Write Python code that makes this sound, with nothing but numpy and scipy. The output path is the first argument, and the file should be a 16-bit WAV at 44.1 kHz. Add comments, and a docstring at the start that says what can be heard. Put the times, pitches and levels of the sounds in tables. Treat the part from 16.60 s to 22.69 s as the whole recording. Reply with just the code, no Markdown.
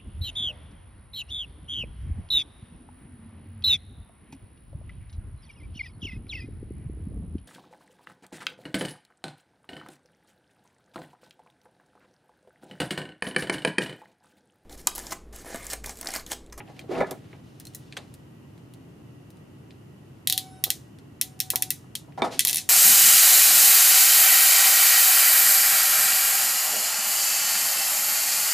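"""Wires and plugs tick, drag and knock on a bench top, over the rumble of ventilation in a quiet workshop.
Then a ratchet crimping tool is worked on a wire connector: its pawl snaps over steel teeth.
Snaps are impulses with noise tails and ringing steel modes; they set the return spring singing, built from
sines. Knocks ring the modes of the bench, plastic ticks are short noise bursts, single resonances stand out
in some of the hits, and drag, rustle and air are shaped noise."""
import sys
import numpy as np
from scipy import signal
from scipy.fft import rfft, irfft
from scipy.io import wavfile

SR = 44100
rng = np.random.default_rng(int(sys.argv[2]) if len(sys.argv) > 2 else 0)


def digitize_waveform(pressure):
    """Quantize a signal to 16-bit integers and store it at the path in sys.argv[1].

    Rows of a 2-D input are taken as channels; values are limited to [-1, 1].
    """
    field = np.atleast_2d(pressure).T
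    bounded = np.clip(field, -1, 1)
    quanta = np.round(bounded * 32767).astype(np.int16)
    wavfile.write(sys.argv[1], SR, quanta)


def field_ratio(decibels):
    """Amplitude ratio for a level in dB (20 dB per decade); scalars and array-likes work."""
    return 10 ** (np.asarray(decibels, dtype=float) / 20)


N = 268569   # length in samples


def rms_one(x):
    """Scales a signal to rms 1."""
    return x / np.sqrt(np.mean(x ** 2) + 1e-20)


def in_time(rows):
    """Draws straight lines through rows of (start_s, values...), one curve per value."""
    start_s, *columns = np.transpose(rows)
    return [np.interp(np.arange(N) / SR, start_s, column) for column in columns]


def at_hz(points, hz):
    """Reads a curve of (freq_hz, value) points on a log frequency axis."""
    points = np.array(points)
    return np.interp(np.log(hz), np.log(points[:, 0]), points[:, 1])


def band(x, low_hz, high_hz, order=2):
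    """Butterworth band-pass."""
    return signal.sosfilt(signal.butter(order, [low_hz, high_hz], "band", fs=SR, output="sos"), x)


def train(seconds, sizes):
    """Impulses of the given sizes at the given times."""
    clicks = np.full(N, 1e-18)
    np.add.at(clicks, np.round(np.asarray(seconds) * SR).astype(int), sizes)
    return clicks


def dying(clicks, t60_s):
    """Each click starts an envelope that falls 60 dB in t60_s."""
    return signal.lfilter([1], [1, -field_ratio(-60 / (t60_s * SR))], clicks)


def ring(clicks, hz, t60_s):
    """A two-pole resonator: a unit click sets a decaying sine of height 1 ringing."""
    radius, angle = field_ratio(-60 / (t60_s * SR)), 2 * np.pi * hz / SR
    return signal.lfilter([0, np.sin(angle)], [1, -2 * radius * np.cos(angle), radius ** 2], clicks)


def drift(rate_hz):
    """Slow random wander of rms 1."""
    r = np.exp(-2 * np.pi * rate_hz / SR)
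    wander = signal.lfilter([1], [1, -2 * r, r * r], rng.standard_normal(N + SR))
    return rms_one(wander[SR:])   # the first second lets the filter settle


def stereo_noise(alike):
    """White noise whose channels are correlated by alike, 0-1."""
    mid, side = rng.standard_normal((2, N))
    return np.sqrt((1 + alike) / 2) * mid + np.sqrt((1 - alike) / 2) * side * [[1], [-1]]


def coloured(spectrum, noise):
    """Noise shaped by a spectrum of (freq_hz, level_db); rms 1."""
    hz = np.maximum(np.arange(N // 2 + 1) * SR / N, 1)
    return rms_one(irfft(rfft(noise) * field_ratio(at_hz(spectrum, hz)), N))


def peaked(noise, peaks):
    """Noise with resonances (freq_hz, level_db, width_hz) laid on it; rms 1."""
    hz = np.arange(N // 2 + 1) * SR / N
    lift = sum(field_ratio(db) / np.sqrt(1 + (2 * (hz - centre) / width) ** 4) for centre, db, width in peaks)
    return rms_one(irfft(rfft(noise) * (1 + lift), N))


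def grains(per_s, spread_db, t60_s):
    """Uneven slips: a bumpy envelope of rms 1 with rounded fronts."""
    heights = field_ratio(spread_db * np.minimum(rng.exponential(1, N), 4))
    born = (rng.random(N) < per_s / SR) * heights
    return rms_one(dying(dying(born + 1e-18, t60_s), 0.04))


LONGEST_RING_S = 0.13   # hands on tool and bench damp every struck mode


def struck(seconds, levels_db, modes, spread_db, lean_db):
    """Every blow gives each mode a new strength; each mode radiates a little to one side."""
    chance, side = rng.standard_normal(levels_db.shape), rng.standard_normal(len(modes))
    sizes = field_ratio(levels_db + spread_db * chance)
    out = 0
    for k, (hz, db, t60_s) in enumerate(modes):
        clicks = train(seconds, sizes[:, k] * field_ratio(db) * (-1) ** k)   # neighbours in opposite polarity
        lean = field_ratio(lean_db * side[k] * np.array([[1], [-1]]))
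        out = out + ring(clicks, hz, min(t60_s, LONGEST_RING_S)) * lean
    return out


# bands in which snaps and ticks are built: low_hz, high_hz
BANDS = [(1650, 2900), (2900, 5000), (5000, 9200), (9200, 12000), (12000, 15500)]
# decay time in each band as a factor of the stage's t60
SHORTENING = [0.76, 0.62, 0.82, 0.49, 0.48]
# returns from nearby surfaces: delay_s, level_db
ECHOES = [(.0045, -13), (.0085, -11), (.016, -16)]
REBOUND_S = 0.00052


def snaps(rows, crack_db, stages, noises):
    """Per band a bare crack, then clatter, near echoes and room tail.
    rows: start_s, level_db in each band; stages: level_db, t60_s."""
    out = 0
    for k, (low, high) in enumerate(BANDS):
        clicks = train(rows[:, 0], field_ratio(rows[:, k + 1]) * np.sqrt(SR / 2 / (high - low)))
        echoed = clicks + sum(field_ratio(db) * np.roll(clicks, round(lag * SR)) for lag, db in ECHOES)
        body = 0
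        for (db, t60_s), noise in zip(stages, noises):
            # each band decays at its own rate, as air and walls swallow sound
            body = body + field_ratio(db) * dying(echoed, t60_s * SHORTENING[k]) * noise
        crack = clicks + 0.16 * np.roll(clicks, round(REBOUND_S * SR))   # the contact rebounds at once
        out = out + band(body + field_ratio(crack_db) * crack, low, high, order=3) * (-1) ** k
    return out


# pawl on teeth: start_s, level_db, load on the jaws (0-1), edge_db (fourth band), sizzle_db (top band)
PAWL = [(3.6732, -19.5, 0.2, 0, -3), (3.6987, -19.5, 0.02, -5.5, -3.5), (3.725, -21, 0, -2.5, -3.5),
        (3.7778, -21.5, 0, -3, -5), (4.0394, -19, 0.2, -6, 0.5), (4.1034, -18.5, 0.62, -4.5, -2.5),
        (4.613, -19.5, 0.58, 1, -1), (4.792, -51, 1, 2.5, -0.5), (4.8023, -19.5, 0.6, -6, -2),
        (4.903, -21.5, 0.75, 0.5, 2), (4.958, -21.5, 0.6, -3, 0.5), (5.023, -22, 0.78, 1.5, -3.5),
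        (5.105, -22, 0.83, 3, 0.5), (5.3531, -29, 0.4, -3, -7), (5.357, -36.5, 0.44, -7, -5),
        (5.793, -13.5, 0.6, -0.5, -9), (5.806, -21.5, 0.42, -8, -12), (5.850, -19, 0.5, 1.5, 0),
        (5.872, -23, 0.25, 2, 0.5), (5.88, -26, 0.8, 5, -2), (5.888, -25, 0.7, -6, -5),
        (5.8957, -23, 0.87, -5, -6), (5.9103, -32, 0.8, 3, 1), (5.93, -24.5, 0.56, 2, -3),
        (5.945, -28.5, 0, 4.5, 1.5), (5.9586, -26.5, 0.7, 4.5, -3), (5.9702, -25.5, 0.9, 0.5, -2.5),
        (5.982, -25, 0.8, -12, -10.5)]
# colour of a snap in the five BANDS, jaws free to ring: level_db
FREE_DB = [-19, -1.5, -4, 1, 1]
# the same with jaws clamped on the connector: level_db
CLAMPED_DB = [-10, -12.5, 0, -1.5, -1]
# broad humps of the snap: freq_hz, level_db, width_hz
JAWS = [(3760, 0, 870), (10700, -12.5, 1800), (12800, -1.5, 850), (14300, 11, 880)]
# steel modes of jaws and handles: pitch_hz, level_db, t60_s
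STEEL = [(1990, -0.5, 0.08), (2620, 6, 0.04), (3200, -0.5, 0.026), (3450, -2.5, 0.044), (3707, 1.5, 0.036),
         (3870, -18.5, 0.089), (4000, -19, 0.042), (4180, -5.5, 0.05), (4430, -26, 0.065),
         (5300, -10, 0.026), (5510, -3.5, .05), (5670, -20.5, .08), (6670, -20, 0.05), (8060, -6, .015),
         (8840, 2.5, 0.015), (9580, -6, 0.025), (10350, 8.5, 0.01), (9960, -8.5, 0.01), (12300, 14.5, .012),
         (12600, 2, .015), (14820, 11.5, 0.013)]


def pawl():
    """The pawl snaps and strikes the steel modes; load on the jaws moves the colour, edge and sizzle the top."""
    start_s, level_db, load, edge_db, sizzle_db = np.transpose(PAWL)[:, :, None]
    lift_db = np.hstack([0 * start_s, 0 * start_s, 0 * start_s, edge_db, sizzle_db])
    colour_db = (1 - load) * FREE_DB + load * CLAMPED_DB
    rows = np.hstack([start_s, level_db + colour_db + lift_db])
    noises = [peaked(stereo_noise(alike), JAWS) for alike in (0.95, 0.9, 0.82)]
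    stages = [(3.0, 0.012), (-6.0, 0.052), (-19, 0.28), (-42.5, 0.78)]
    out = snaps(rows, 18.4, stages, noises + noises[:1])

    # each steel mode follows the level of the band it lies in
    columns = 1 + np.searchsorted([low for low, high in BANDS[1:]], [hz for hz, db, t60_s in STEEL])
    out = out + struck(rows[:, 0], rows[:, columns] - 4, STEEL, spread_db=2.5, lean_db=2.06)

    # dense ring of the handles, weaker when the jaws are clamped
    handles_db = (1 - load) * -21.5 + load * -28
    shaken = train(start_s[:, 0], field_ratio(level_db + handles_db)[:, 0])
    out = out + dying(shaken, 0.18) * rms_one(band(noises[1], 3280, 4100, order=3))
    return band(out, 980, 12900, order=3)   # a small object radiates no bass


# return spring free to sing: start_s, damped_s, pitch_hz, level_db per jolt, overtones_db, t60_s
STROKES = [(3.673, 4.095, 756, -53, 2, 1.73), (4.596, 5.095, 752, -58, 1, 1.7),
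           (5.836, 6.09, 750, -67, -24, 1.2)]
# overtones of the spring: multiple of the pitch, level_db
COILS = [(2.0, -20.5), (2.99, -19), (4.0, -27.5), (5.0, -15), (5.975, -25.5), (7.0, -20.5), (8.0, -23.5),
         (9.0, -24), (10.01, -23), (11.0, -21), (12.0, -18), (13.0, -12), (14.0, -16), (14.97, -30.5)]
SWELL_S, DAMPING_S = 0.014, 0.021   # a jolt spreads along the coil; a hand stops it
SLACK_HZ, TIGHTEN_S = 9.0, 0.032   # the pitch starts low and rises as the coil is stretched
KNOCK_JOLT_DB, OVERTONE_LAG = 3, 2.5   # a knock's jolt; overtones swell this many times slower


def spring():
    """Teeth and knocks jolt the coil into nearly harmonic standing waves; the overtones beat and flutter."""
    t, out = np.arange(N) / SR, 0
    # jolts carry energy, so levels count twice
    jolts = train([row[0] for row in PAWL], 0.86)
    jolts = jolts + train([row[0] for row in KNOCKS], field_ratio(2 * KNOCK_JOLT_DB))
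    phases = rng.uniform(0, 2 * np.pi, len(COILS))
    waver = field_ratio(1.4 * drift(8))
    flutter = [field_ratio(db - 3.0 + 5.0 * drift(14)) for multiple, db in COILS]
    for begin, end, hz, db, over_db, t60_s in STROKES:
        free = jolts * (t >= begin) * (t < end)
        held = np.exp(-np.maximum(t - end, 0) / DAMPING_S)
        pitch_hz = hz - SLACK_HZ * np.exp(-np.maximum(t - begin, 0) / TIGHTEN_S)
        turn = 2 * np.pi * np.cumsum(pitch_hz) / SR
        overtones = sum(level * np.sin(multiple * turn + phase)
                        for (multiple, _), level, phase in zip(COILS, flutter, phases))
        energy = dying(free, t60_s / 2)   # its square root falls 60 dB in t60_s
        lags = [np.exp(-1 / (SWELL_S * slower * SR)) for slower in (1, OVERTONE_LAG)]
        low, high = [np.sqrt(signal.lfilter([1 - r], [1, -r], energy)) for r in lags]
        tone = low * waver * np.sin(turn) + field_ratio(over_db) * high * overtones
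        out = out + np.sqrt(2) * field_ratio(db) * held * tone
    return out


# knocks on the bench top: start_s, level_db, centre_hz, reach_octaves (0.2 at least), t60_s
KNOCKS = [(.004, -28, 750, 0.96, 0.063), (.08, -36, 750, 0.21, 0.24), (.097, -39, 720, 0.13, 0.15),
          (.192, -43, 700, 0.31, .05), (.2365, -25, 583, 0.3, 0.074), (0.293, -18.5, 324, 0.59, 0.094),
          (0.31, -13, 310, 0.76, 0.73), (.384, -12.5, 410, 0.35, 0.12), (.405, -14, 2140, 0.34, 0.092),
          (.411, -11, 550, 0.51, 0.095), (0.421, -16, 1100, 1, 0.16), (.431, -15.5, 596, 0.83, 0.055),
          (.445, -20.5, 1510, 0.48, 0.13), (.51, -27, 584, 1.6, 0.18), (.731, -35.5, 600, 1.1, 0.13),
          (1.37, -29, 1390, 2, 0.25), (4.065, -31, 750, 1.22, 0.24), (4.934, -21.5, 750, 1.12, 0.096),
          (4.962, -27.5, 850, 0.17, 0.42), (5.24, -42, 990, 0.52, 0.16), (5.482, -37, 795, 0.47, 0.17),
          (5.576, -17.5, 825, 0.6, 0.034), (5.581, -8.5, 797, 0.18, 0.064), (5.62, -8, 1090, 2.35, 0.24),
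          (5.622, -8, 357, 0.4, 0.091), (5.634, -20, 390, 0.28, 0.15), (5.645, -11.5, 950, 0.52, 0.13),
          (5.855, -32.5, 930, 0.59, 0.58)]
# modes of the bench top: pitch_hz, level_db, t60_s (before the cap on struck modes)
BENCH = [(277, 2, 0.19), (385.3, -1, 0.16), (506, -19, 0.069), (651, -16, 0.066), (750, -4, 0.062),
         (826.5, -8.5, 0.15), (968, -9, 0.15), (1100, -10, 0.11), (1263, -6, 0.08), (1396, -12.5, 0.14),
         (1722, -4.5, 0.07), (2030, -9.5, 0.092), (2300, -2.5, 0.05), (2450, -8, 0.05), (3610, -2, 0.093)]


def knocks():
    """A soft blow rings the bench modes near its centre; the room smears it into a dull puff."""
    start_s, level_db, centre_hz, octaves, t60_s = np.transpose(KNOCKS)
    octaves = np.maximum(octaves, 0.2)
    away = np.log2(np.array(BENCH)[:, 0] / centre_hz[:, None]) / octaves[:, None]
    modes_db = level_db[:, None] - 13.5 - 6 * away ** 2
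    out = struck(start_s, modes_db, BENCH, spread_db=4.0, lean_db=2.5)
    noise = bench_noise()
    for start, db, centre, reach, decay_s in zip(start_s, level_db, centre_hz, octaves, t60_s):
        puff = dying(train([start], field_ratio(db - 13.0)), decay_s) * noise
        out = out + band(puff, centre / 2 ** reach, centre * 2 ** reach)
    return band(out, 220, 4600)


# spectrum of rubbing on the bench: freq_hz, level_db per Hz
DRAG = [(88, -8), (150, 3.5), (303, -3), (339, -2.5), (375, -2), (650, 1.5), (996, -7.5), (2280, -14),
        (3000, -57), (3900, -53), (6600, -120)]


def bench_noise():
    """Rubbing and room smear carry the bench modes."""
    return peaked(coloured(DRAG, stereo_noise(0.84)), [(hz, 4.0, 60.0) for hz, db, t60_s in BENCH])


# wires and plugs ticking: start_s, level_db, centre_hz, reach_octaves
TICKS = [(0.0032, -31, 1960, 0.25), (0.077, -45, 2240, 0.32), (0.166, -51, 2400, 1),
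         (0.1927, -41.5, 2480, 2.5), (0.213, -46, 3400, 0.6), (0.3507, -31.5, 2100, 0.43),
         (0.4059, -48, 7000, 0.92), (0.47, -50, 6000, 0.66), (0.51, -31.5, 12600, 1.9),
         (0.73, -42, 2100, 0.36), (0.9995, -39.5, 9700, 0.98), (1.006, -48.5, 2500, 0.8),
         (1.0527, -42, 7960, 0.9), (1.069, -43, 7950, 1.3), (1.136, -55, 6000, 1.6),
         (1.148, -28.5, 11500, 0.88), (1.3245, -37, 2400, 1.07), (1.3677, -35, 3070, 1.1),
         (1.372, -32.5, 2700, 1.33), (1.5403, -46, 7960, 1.36), (1.978, -56.5, 3600, 1.4),
         (2.1371, -51, 7000, 2), (2.704, -51.5, 11000, 1.3), (2.77, -61, 3000, 2.1),
         (3.1067, -45.5, 3260, 0.72), (4.3864, -50, 4180, 1.1), (5.5224, -52.5, 2200, 0.72),
         (5.62, -26, 2800, 0.98), (5.643, -46, 3600, 1.3)]
# resonances of hollow plug shells: freq_hz, level_db, width_hz
PLUG = [(2430, -39, 60), (3440, -12, 600), (4060, -5.5, 200), (8640, -6, 880)]


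def ticks():
    """Plastic lands softer than steel and dies without a ring; each tick falls off on both sides of its centre."""
    start_s, level_db, centre_hz, octaves = np.transpose(TICKS)[:, :, None]
    away = np.log2(np.sqrt(np.prod(BANDS, axis=1)) / centre_hz) / octaves
    rows = np.hstack([start_s, level_db - 6 * away ** 2])
    noises = [peaked(stereo_noise(alike), PLUG) for alike in (0.95, 0.9, 0.8)]
    return snaps(rows, 6, [(-3.5, 0.022), (-10.5, 0.033), (-31, 0.39)], noises)


# single resonances that stand out in some knocks, ticks and snaps: start_s, level_db, pitch_hz, t60_s
RESONANCES = [(0.1925, -32.5, 2390, 0.021), (0.1929, -38.5, 3200, 0.032), (0.352, -35, 2700, .03),
              (0.4055, -29, 2250, .04), (0.4112, -15, 564, 0.035), (0.431, -23.5, 618, .04),
              (0.511, -44, 1700, .05), (1.053, -47, 4100, 0.034), (1.071, -39, 4250, 0.034),
              (1.15, -41.5, 4000, 0.038), (1.149, -46, 1930, 0.033), (1.3682, -30, 1570, 0.022),
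              (1.369, -32, 3320, 0.032), (5.354, -23.5, 3200, 0.028), (5.582, -25.5, 774, 0.066),
              (5.6205, -20, 710, 0.042), (5.768, -37, 267, 0.19)]


def resonances():
    """Single resonances stand out in some knocks, ticks and snaps; each rings briefly on one note."""
    notes = sum(ring(train([start], field_ratio(db)), hz, t60_s) for start, db, hz, t60_s in RESONANCES)
    return band(notes, 185, 7400)


# harness moved over the bench, one table per move: start_s, drag_db felt by the top, rustle_db of insulation
MOVES = [
    [(0.05, -69, -72), (0.1, -47.5, -59.5), (0.142, -63, -66), (0.2, -47.5, -56), (0.27, -65, -82)],
    [(0.29, -48, -57), (0.318, -31.5, -45), (0.399, -30, -45), (0.412, -23, -41), (0.43, -26, -50),
     (0.445, -35.5, -53), (0.497, -34.5, -53), (0.528, -37.5, -61), (0.6, -65.5, -65), (0.644, -72, -63.5),
     (0.762, -63, -57), (0.8, -64, -63)],
    [(0.84, -90, -76), (1.1, -90, -72.5), (1.25, -90, -71), (1.45, -90, -71.5), (1.65, -90, -85)],
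    [(5.577, -42, -60), (5.59, -32, -56.5), (5.615, -34.5, -73.5), (5.65, -30.5, -45.5), (5.7, -40, -62),
     (5.726, -39.5, -44.5), (5.748, -43, -47), (5.785, -51, -51)],
]
# treble of the rustle in each move: level_db
CRISP_DB = [-2.5, -5, 6.5, 5]
# spectrum of the rustle: freq_hz, level_db
RUSTLE = [(880, -67), (1500, -2.5), (4120, -3), (7760, -11), (10800, -15), (14600, -27), (16000, -52.5)]


def harness():
    """Stick-slip drag rumbles in the bench, insulation rustles above it, dull or crisp."""
    still = [(start, -95, -95, 0) for start in (0.02, 0.82, 1.8, 5.57, 5.83)]
    moving = [(*row, crisp) for move, crisp in zip(MOVES, CRISP_DB) for row in move]
    drag_db, rustle_db, crisp_db = in_time(sorted(still + moving))
    drag = field_ratio(drag_db - 1.5) * grains(560, 0.89, 0.12) * bench_noise()
    rustle = coloured(RUSTLE, stereo_noise(0.87))
    dull = signal.sosfilt(signal.butter(2, 4000, fs=SR, output="sos"), rustle)
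    crisp = field_ratio(crisp_db) * (rustle - dull)
    return drag + field_ratio(rustle_db) * grains(900, 2.5, 0.058) * (dull + crisp)


# spectrum of the ventilation: freq_hz, level_db
AIR = [(15, -48), (25, -34), (100, -0.5), (135, 3), (197, -5.5), (296, -4), (510, -16.5), (1390, -25.5),
       (1550, -27.5), (1930, -29.5), (2820, -33), (3600, -36.5), (10100, -41), (14400, -44.5), (16500, -83)]
# left-right likeness of the ventilation: freq_hz, likeness (0-1)
LIKENESS = [(60, 0.96), (180, 0.96), (550, 0.12), (1650, 0.037), (4970, 0.18), (15000, 0.6)]
# faint fan whine: centre_hz, width_hz, level_db
WHINES = [(1930, 27, -76), (2840, 440, -71)]


def air():
    """Ventilation rumble and hiss, its likeness between channels varying with pitch, with faint whines."""
    hz = np.maximum(np.arange(N // 2 + 1) * SR / N, 1)
    alike = at_hz(LIKENESS, hz)
    mid, side = rfft(rng.standard_normal((2, N)))
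    mixed = irfft(np.sqrt(1 + alike) * mid + np.sqrt(1 - alike) * side * [[1], [-1]], N)
    whines = sum(field_ratio(db) * rms_one(band(stereo_noise(0.1), centre - width / 2, centre + width / 2))
                 for centre, width, db in WHINES)
    return field_ratio(-47.5) * coloured(AIR, mixed) + whines


def scene():
    """The tool and its spring, the hits on the bench, and the air behind them."""
    return pawl() + spring() + knocks() + ticks() + resonances() + harness() + air()


def roll_off(x):
    """The treble ends steeply here."""
    return signal.sosfilt(signal.butter(12, 16820, fs=SR, output="sos"), x)


def record(dry):
    """A narrow notch at 7.9 kHz lies in the whole sound; the recorder rounds peaks and the top is cut."""
    x = signal.lfilter(*signal.iirnotch(7900, 45, fs=SR), dry)
    ceiling = 1.05   # peaks are rounded towards this height
    x = ceiling * np.tanh(x / ceiling)
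    x = signal.sosfilt(signal.butter(6, 16000, fs=SR, output="sos"), x)
    return roll_off(x)


dry = scene()
out = record(dry)
digitize_waveform(out)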